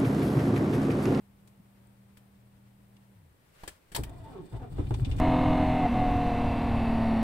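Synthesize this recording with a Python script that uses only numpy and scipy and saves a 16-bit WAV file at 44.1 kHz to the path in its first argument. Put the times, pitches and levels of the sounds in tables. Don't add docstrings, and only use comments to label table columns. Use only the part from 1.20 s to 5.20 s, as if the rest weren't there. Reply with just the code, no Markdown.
import sys
import numpy as np
from scipy import signal
from scipy.fft import rfft, irfft, next_fast_len
from scipy.io import wavfile
from scipy.ndimage import map_coordinates

SR = 44100
rng = np.random.default_rng(int(sys.argv[2]) if len(sys.argv) > 2 else 0)


def transcribe(u):
    v = np.clip(np.atleast_2d(u).T, -1, 1)
    q = np.round(v * 32767).astype(np.int16)
    wavfile.write(sys.argv[1], SR, q)


N = 176400

# multiple of the shaft's turning rate, level in dB.
PUMP_TONES = [(2, -79), (3, -65.5), (4, -83), (5, -62.5), (7, -85)]
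# pitch in Hz, width in Hz, boost in dB.
MOUNT_PEAKS = [(109.8, 8.9, 10.5), (147, 7.3, -1)]
# frequency in Hz, level in dB.
QUIET_COLOUR = [(13, -66), (22, -13), (70, -5.5), (112, -5), (156, -8), (200, -11.5), (223, -13.5),
                (256, -13), (690, -20), (885, -20), (1670, -28.5), (1910, -27.5), (6620, -42.5),
                (8720, -33), (11500, -37), (14700, -30.5), (16000, -39)]
# start in seconds, level in dB, centre in Hz, width in octaves, fade time in seconds.
TRIM_TICKS = [(0.274, -58, 4000, 1.8, 0.072), (0.671, -56, 8900, 0.045, 0.018),
              (1.766, -58, 2500, 0.89, 0.035), (2.436, -40, 865, 0.35, 0.043),
              (3.584, -42, 760, 0.54, 0.032), (3.669, -52, 2550, 0.4, 0.049),
              (3.707, -51, 2480, 1.2, 0.031), (3.708, -37, 870, 0.48, 0.052),
              (3.741, -43, 3000, 0.82, 0.069), (3.797, -46.5, 897, 0.79, 0.046),
              (3.742, -34.5, 903, 0.23, 0.039), (3.848, -42, 3080, 0.54, 0.087),
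              (3.913, -43, 2820, 0.53, 0.086), (3.963, -54, 3260, 1.3, 0.12), (3.983, -44, 785, 1.13, 0.21)]
# pitch in Hz, width in Hz, boost in dB.
METAL_PEAKS = [(736, 145, 6.5), (2408, 41, 13.5), (2870, 240, 5), (3554, 126, 10.5), (8200, 900, 8.5)]
# start in seconds, level in dB, pitch in Hz.
PANEL_BUMPS = [(0.284, -59, 208), (1.596, -62, 297), (0.395, -45, 192.5), (2.442, -48.5, 296),
               (2.514, -44, 79), (2.779, -32, 412), (3.581, -31, 361), (3.589, -26.5, 299.4),
               (3.715, -32, 384), (3.788, -37.5, 376), (3.866, -32.5, 266)]
# time in seconds, level in dB.
RUB_LEVELS = [(2.15, -73.5), (2.3, -69), (2.42, -59), (2.52, -58), (2.6, -70), (2.7, -67.5), (2.8, -83)]
# frequency in Hz, level in dB.
RUB_COLOUR = [(120, -39), (200, -19), (334, -2.5), (569, 3), (749, -5), (821, -2), (1740, -1),
              (6760, -13.5), (7680, -10.5), (16000, -17)]
# start in seconds,
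# level in dB, treble tilt in dB per octave, favoured frequency in Hz, fade time in seconds.
CLICKS = [(0.971, -49, -1.5, 1690, 0.03), (0.975, -53.5, 2.5, 3220, 0.048),
          (2.435, -38.5, -2.5, 900, 0.051), (2.477, -33, -1, 7550, 0.063), (2.718, -44.5, -2, 8500, 0.13),
          (2.748, -28.5, -0.1, 4200, 0.11), (2.762, -24, 1, 8150, 0.037), (2.835, -35.5, 1, 2700, 0.05),
          (2.895, -51, 0, 7500, 0.028)]
# frequency in Hz, level in dB.
CLICK_COLOUR = [(120, -3), (250, -7.5), (520, -7), (850, -7), (1400, -10), (1800, -7), (2700, -10),
                (4600, -9.5), (6600, -15.5), (8200, -8), (10500, -15.5), (12000, -14), (16000, -12.5)]
# pitch in Hz, width in Hz, boost in dB.
CLICK_PEAKS = [(1700, 76, 7.5), (1774, 78, 7), (2330, 47, 9.5), (3190, 120, 8.5), (4250, 44, -1),
               (8100, 600, 1.5), (9800, 470, 6.5)]
# time in seconds, teeth meeting per second, level in dB.
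CRANKING = [(2.79, 248.5, -83), (2.87, 324.5, -46.5), (2.95, 336.2, -54.5), (3.03, 334.3, -55),
            (3.07, 307, -46.5), (3.12, 258.9, -47), (3.16, 205.6, -41.5), (3.21, 163.7, -47),
            (3.28, 133.4, -75), (3.34, 361.6, -46), (3.39, 295.9, -52.5), (3.43, 254, -39.5),
            (3.5, 185, -60.5), (3.58, 171.3, -64), (3.68, 333, -72)]
# multiple of the tooth rate, level in dB.
WHINE_TONES = [(1, -7.5), (2, 2), (3, -3.5), (4, -23), (5, -14), (6, -10)]
# pitch in Hz, width in Hz, boost or cut in dB.
WALL_PEAKS = [(159, 55, 29.5), (274.5, 56, 18.5), (386, 110, 12.5), (583, 59, -15), (722, 110, 12),
              (889.6, 49, 18), (1096, 18, 13)]
# time in seconds, then rumble, gear noise and hiss levels in dB.
ENGINE_LEVELS = [(2.75, -98, -94, -91), (2.8, -41, -57, -87), (2.95, -45.5, -56.5, -75.5),
                 (3.1, -50, -55, -74.5), (3.2, -54, -57, -85), (3.3, -59, -58.5, -71.5),
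                 (3.34, -44.5, -53, -70), (3.47, -49.5, -58, -80.5), (3.52, -42, -56, -68),
                 (3.62, -34.5, -48, -74), (3.68, -37, -52, -69.5), (3.8, -33.5, -51, -67.5),
                 (4.0, -32.5, -49, -66)]
# frequency in Hz, level in dB.
ENGINE_RUMBLE = [(15, -33), (28, -1), (50, -4.5), (80, -8.5), (115, -1), (150, -7.5), (210, -18.5),
                 (280, -18), (400, -62), (600, -120)]
# frequency in Hz, level in dB.
ENGINE_GEARS = [(150, -2), (290, 8.5), (400, 4.5), (580, -2.5), (800, -6), (1250, -9.5), (2000, -14),
                (2500, -19), (3600, -18), (4500, -24.5), (6500, -29.5), (16000, -39)]
# frequency in Hz, level in dB.
ENGINE_HISS = [(2000, -40), (4500, -0.5), (6500, -17.5), (7500, -3.5), (8500, 1), (9200, -6), (11000, -11),
               (12000, -12.5), (16000, -10.5)]
# start in seconds, boom level in dB, boom pitch in Hz, body level in dB, knock level in dB.
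ENGINE_JOLTS = [(2.776, -32, 104, -33, -34), (2.791, -24, 101, -28, -35), (2.879, -38.5, 99, -37.5, -53),
                (3.023, -35, 103, -50, -66), (3.325, -29.5, 124, -39, -42), (3.341, -29, 111, -32, -39.5),
                (3.418, -34.5, 109.3, -52, -43.5), (3.582, -42, 99, -40, -30.5), (3.593, -19, 82, -28, -31),
                (3.651, -26, 89, -35, -60), (3.708, -18, 116.8, -21.5, -32),
                (3.818, -17.5, 109.5, -27.5, -46), (3.879, -20.5, 97, -43, -52),
                (3.912, -20, 70.4, -33, -40), (3.946, -28, 115, -36, -41), (3.973, -26.5, 97, -24, -39.5)]
# pitch in Hz, level in dB, fade time in seconds.
BODY_NOTES = [(35.6, -13, 0.34), (56.2, -1.5, 0.28)]
# frequency in Hz, level in dB.
ENGINE_KNOCK = [(80, 7.5), (200, -16), (290, 10.5), (370, 0.5), (480, -2.5), (600, -18), (730, -16),
                (880, -11.5), (1090, -20), (1400, -18), (2000, -30), (4000, -39.5), (6500, -50),
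                (8200, -42.5), (16000, -66)]
# frequency in Hz, likeness (1 is the same, 0 is unrelated).
STEREO_LIKENESS = [(60, 0.95), (150, 0.87), (300, 0.4), (600, 0.26), (1200, -0.096), (2500, 0.1),
                   (16000, -0.15)]
# frequency in Hz, left minus right in dB.
MIC_BALANCE = [(60, 0.5), (120, 3), (200, -1), (290, -5), (400, -1), (700, 0), (1250, 2), (2400, 2.5),
               (5000, 0.5), (6400, -3), (7600, 24), (8700, 20), (10000, 11.5), (14000, 1)]

PUMP_OFF_S, PUMP_SLOW_S = 1.935, 0.36


def amp(db):
    return 10 ** (np.asarray(db) / 20)


def unit(x):
    return x / np.sqrt(np.mean(x ** 2) + 1e-20)


def along(points, hz):
    frequencies, values = np.transpose(points)
    return np.interp(np.log(hz + 1), np.log(frequencies + 1), values)


def lift(peaks, hz):
    return sum(db / (1 + (2 * (hz - centre) / width) ** 2) for centre, width, db in peaks)


def band(centre_hz, octaves):
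    def colour(hz):
        distance = np.log2((hz + 1) / centre_hz) / octaves
        return -20 * np.log10(1 + distance ** 2 / 2 + (distance / 2) ** 4)
    return colour


def clock():
    return np.arange(N) / SR


def curves(rows):
    times, *columns = np.transpose(rows)
    return [np.interp(clock(), times, column) for column in columns]


def wobble(rate):
    return map_coordinates(rng.standard_normal(N // 40), [clock() * rate], mode="mirror")


def filtered(x, response):
    size = next_fast_len(N + SR // 2)
    hz = np.fft.rfftfreq(size, 1 / SR)
    return irfft(rfft(x, size) * response(hz), size)[..., :N]


def noise(colour, size=N):
    hz = np.fft.rfftfreq(size, 1 / SR)
    spread = np.arccos(np.clip(along(STEREO_LIKENESS, hz), -1, 1)) / 2
    phases = np.exp(2j * np.pi * rng.random((2, len(hz))))
    mid, side = irfft(phases * amp(colour(hz)) * [np.cos(spread), np.sin(spread)], size)
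    return unit(np.array([mid + side, mid - side]))


def decay(fade_s, rise_s):
    t = np.arange(SR // 2) / SR
    return np.exp(-np.log(1000) * t / fade_s) * (1 - np.exp(-t / rise_s))


def burst(colour, fade_s, rise_s):
    return noise(colour, SR // 2) * decay(fade_s, rise_s)


def ring(notes, rise_s):
    t = np.arange(SR // 2) / SR
    return sum(amp(db) * np.sin(2 * np.pi * hz * t) * decay(fade_s, rise_s) for hz, db, fade_s in notes)


def click(colour, fade_s):
    crack = amp(-5) * decay(fade_s=0.0066, rise_s=0.000067)
    ringing = 1.077 * decay(fade_s, rise_s=0.0014)
    return noise(colour, SR // 2) * (crack + ringing)


def add(out, start_s, x):
    part = out[:, round(start_s * SR):][:, :x.shape[-1]]
    part += x[..., :part.shape[1]]


def fuel_pump():
    running_hz, coast_s, fade_db_per_s = 39.6, 0.11, 120
    since_off = np.maximum(clock() - PUMP_OFF_S, 0)
    shaft_hz = running_hz * np.exp(-since_off / PUMP_SLOW_S) * (1 + 0.0022 * wobble(19))
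    turns = np.cumsum(shaft_hz) / SR
    coasting = np.minimum(since_off / 0.025, 1)
    fade_db = fade_db_per_s * np.maximum(since_off - coast_s, 0)
    hum = 0
    for multiple, db in PUMP_TONES:
        shudder_db = coasting * (4 * (multiple < 5) + 2 * wobble(60))
        waver_db = 1.5 * wobble(30.22)
        mount_db = lift(MOUNT_PEAKS, multiple * shaft_hz)
        hum += amp(db + mount_db + shudder_db + waver_db) * np.sin(2 * np.pi * multiple * turns)
    return np.sqrt(2) * hum * amp(-fade_db)


def cabin_quiet():
    stopped = np.clip((clock() - PUMP_OFF_S) / PUMP_SLOW_S, 0, 1)
    level_db = -63.5 - 2 * stopped + 0.44 * wobble(7.2)
    return amp(level_db) * noise(lambda hz: along(QUIET_COLOUR, hz))


def cabin_trim():
    bump_fade_s, bump_rise_s = 0.11, 0.0029
    out = np.zeros((2, N))
    for start_s, db, centre_hz, octaves, fade_s in TRIM_TICKS:
        colour = lambda hz: band(centre_hz, octaves)(hz) + lift(METAL_PEAKS, hz)
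        add(out, start_s, amp(db) * click(colour, fade_s))
    for start_s, db, pitch_hz in PANEL_BUMPS:
        scuff = amp(-7.5) * burst(band(pitch_hz, octaves=0.44), bump_fade_s, bump_rise_s)
        panel = ring([(pitch_hz, 0, bump_fade_s)], bump_rise_s)
        add(out, start_s, amp(db) * (panel + scuff))
    return out


def clicks_and_key():
    focus_db, focus_octaves = 5, 0.4
    rub_db, = curves(RUB_LEVELS)
    out = amp(rub_db + wobble(39.98)) * noise(lambda hz: along(RUB_COLOUR, hz))
    for start_s, db, tilt_db, focus_hz, fade_s in CLICKS:
        def colour(hz):
            focus = focus_db * np.exp(-(np.log2((hz + 1) / focus_hz) / focus_octaves) ** 2)
            return along(CLICK_COLOUR, hz) + lift(CLICK_PEAKS, hz) + focus + tilt_db * np.log2(hz + 1)
        contact = click(colour, fade_s)
        tail = amp(-15.5) * burst(colour, fade_s=0.17, rise_s=0.011)
        add(out, start_s, amp(db) * (contact + tail))
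    return out


def starter():
    tooth_hz, level_db = curves(CRANKING)
    engaged = clock() > CRANKING[0][0]
    level = amp(level_db) * engaged
    teeth = np.cumsum(tooth_hz * (1 + 0.0438 * wobble(120))) / SR
    whine = sum(amp(db + 3.5 * wobble(110)) * np.sin(2 * np.pi * multiple * teeth)
                for multiple, db in WHINE_TONES)
    whine = level * unit(filtered(whine, lambda hz: amp(lift(WALL_PEAKS, hz))))
    cabin = burst(np.zeros_like, fade_s=0.27, rise_s=0.0012)
    cabin /= np.linalg.norm(cabin[0])
    echo = signal.fftconvolve(whine[None], cabin, axes=1)[:, :N]
    rasp = noise(lambda hz: band(690, octaves=0.67)(hz) + 0.5 * lift(WALL_PEAKS, hz))
    grind = level * (1 + np.cos(2 * np.pi * teeth)) * rasp
    out = 0.64 * whine + amp(-5.5) * echo + amp(-13) * grind
    clack = amp(-30) * burst(band(786, octaves=0.31), fade_s=0.089, rise_s=0.00071)
    add(out, start_s=2.761, x=clack)
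    return out


def engine():
    rumble_db, gear_db, hiss_db = curves(ENGINE_LEVELS)
    gear_colour = lambda hz: along(ENGINE_GEARS, hz) + lift(METAL_PEAKS, hz)
    out = amp(rumble_db) * noise(lambda hz: along(ENGINE_RUMBLE, hz))
    out += amp(gear_db + 2.1 * wobble(70)) * noise(gear_colour)
    out += amp(hiss_db + 1 + 3.8 * wobble(60)) * noise(lambda hz: along(ENGINE_HISS, hz))
    body = ring(BODY_NOTES, rise_s=0.0048)
    knock_colour = lambda hz: along(ENGINE_KNOCK, hz) + lift(METAL_PEAKS, hz)
    boom_fade_s = 0.14
    for start_s, boom_db, boom_hz, body_db, knock_db in ENGINE_JOLTS:
        boom = ring([(boom_hz, boom_db, boom_fade_s)], rise_s=0.0029)
        knock = burst(knock_colour, fade_s=0.17, rise_s=0.00034)
        add(out, start_s, boom + amp(body_db) * body + amp(knock_db) * knock)
    return out


def scene():
    return fuel_pump() + cabin_quiet() + cabin_trim() + clicks_and_key() + starter() + engine()


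def record(dry):
    low_cut_hz, top_hz, fade_out_s = 5.2, 15780, 0.004

    def microphones(hz):
        left_over_right = amp(along(MIC_BALANCE, hz))
        sides = np.array([left_over_right, np.ones_like(hz)])
        same_power = np.sqrt(2 / (1 + left_over_right ** 2))
        passed = hz ** 2 / (hz ** 2 + low_cut_hz ** 2) * (hz < top_hz)
        return sides * same_power * passed
    fade_out = np.minimum((N / SR - clock()) / fade_out_s, 1)
    return filtered(dry, microphones) * fade_out


dry = scene()
out = record(dry)
transcribe(out)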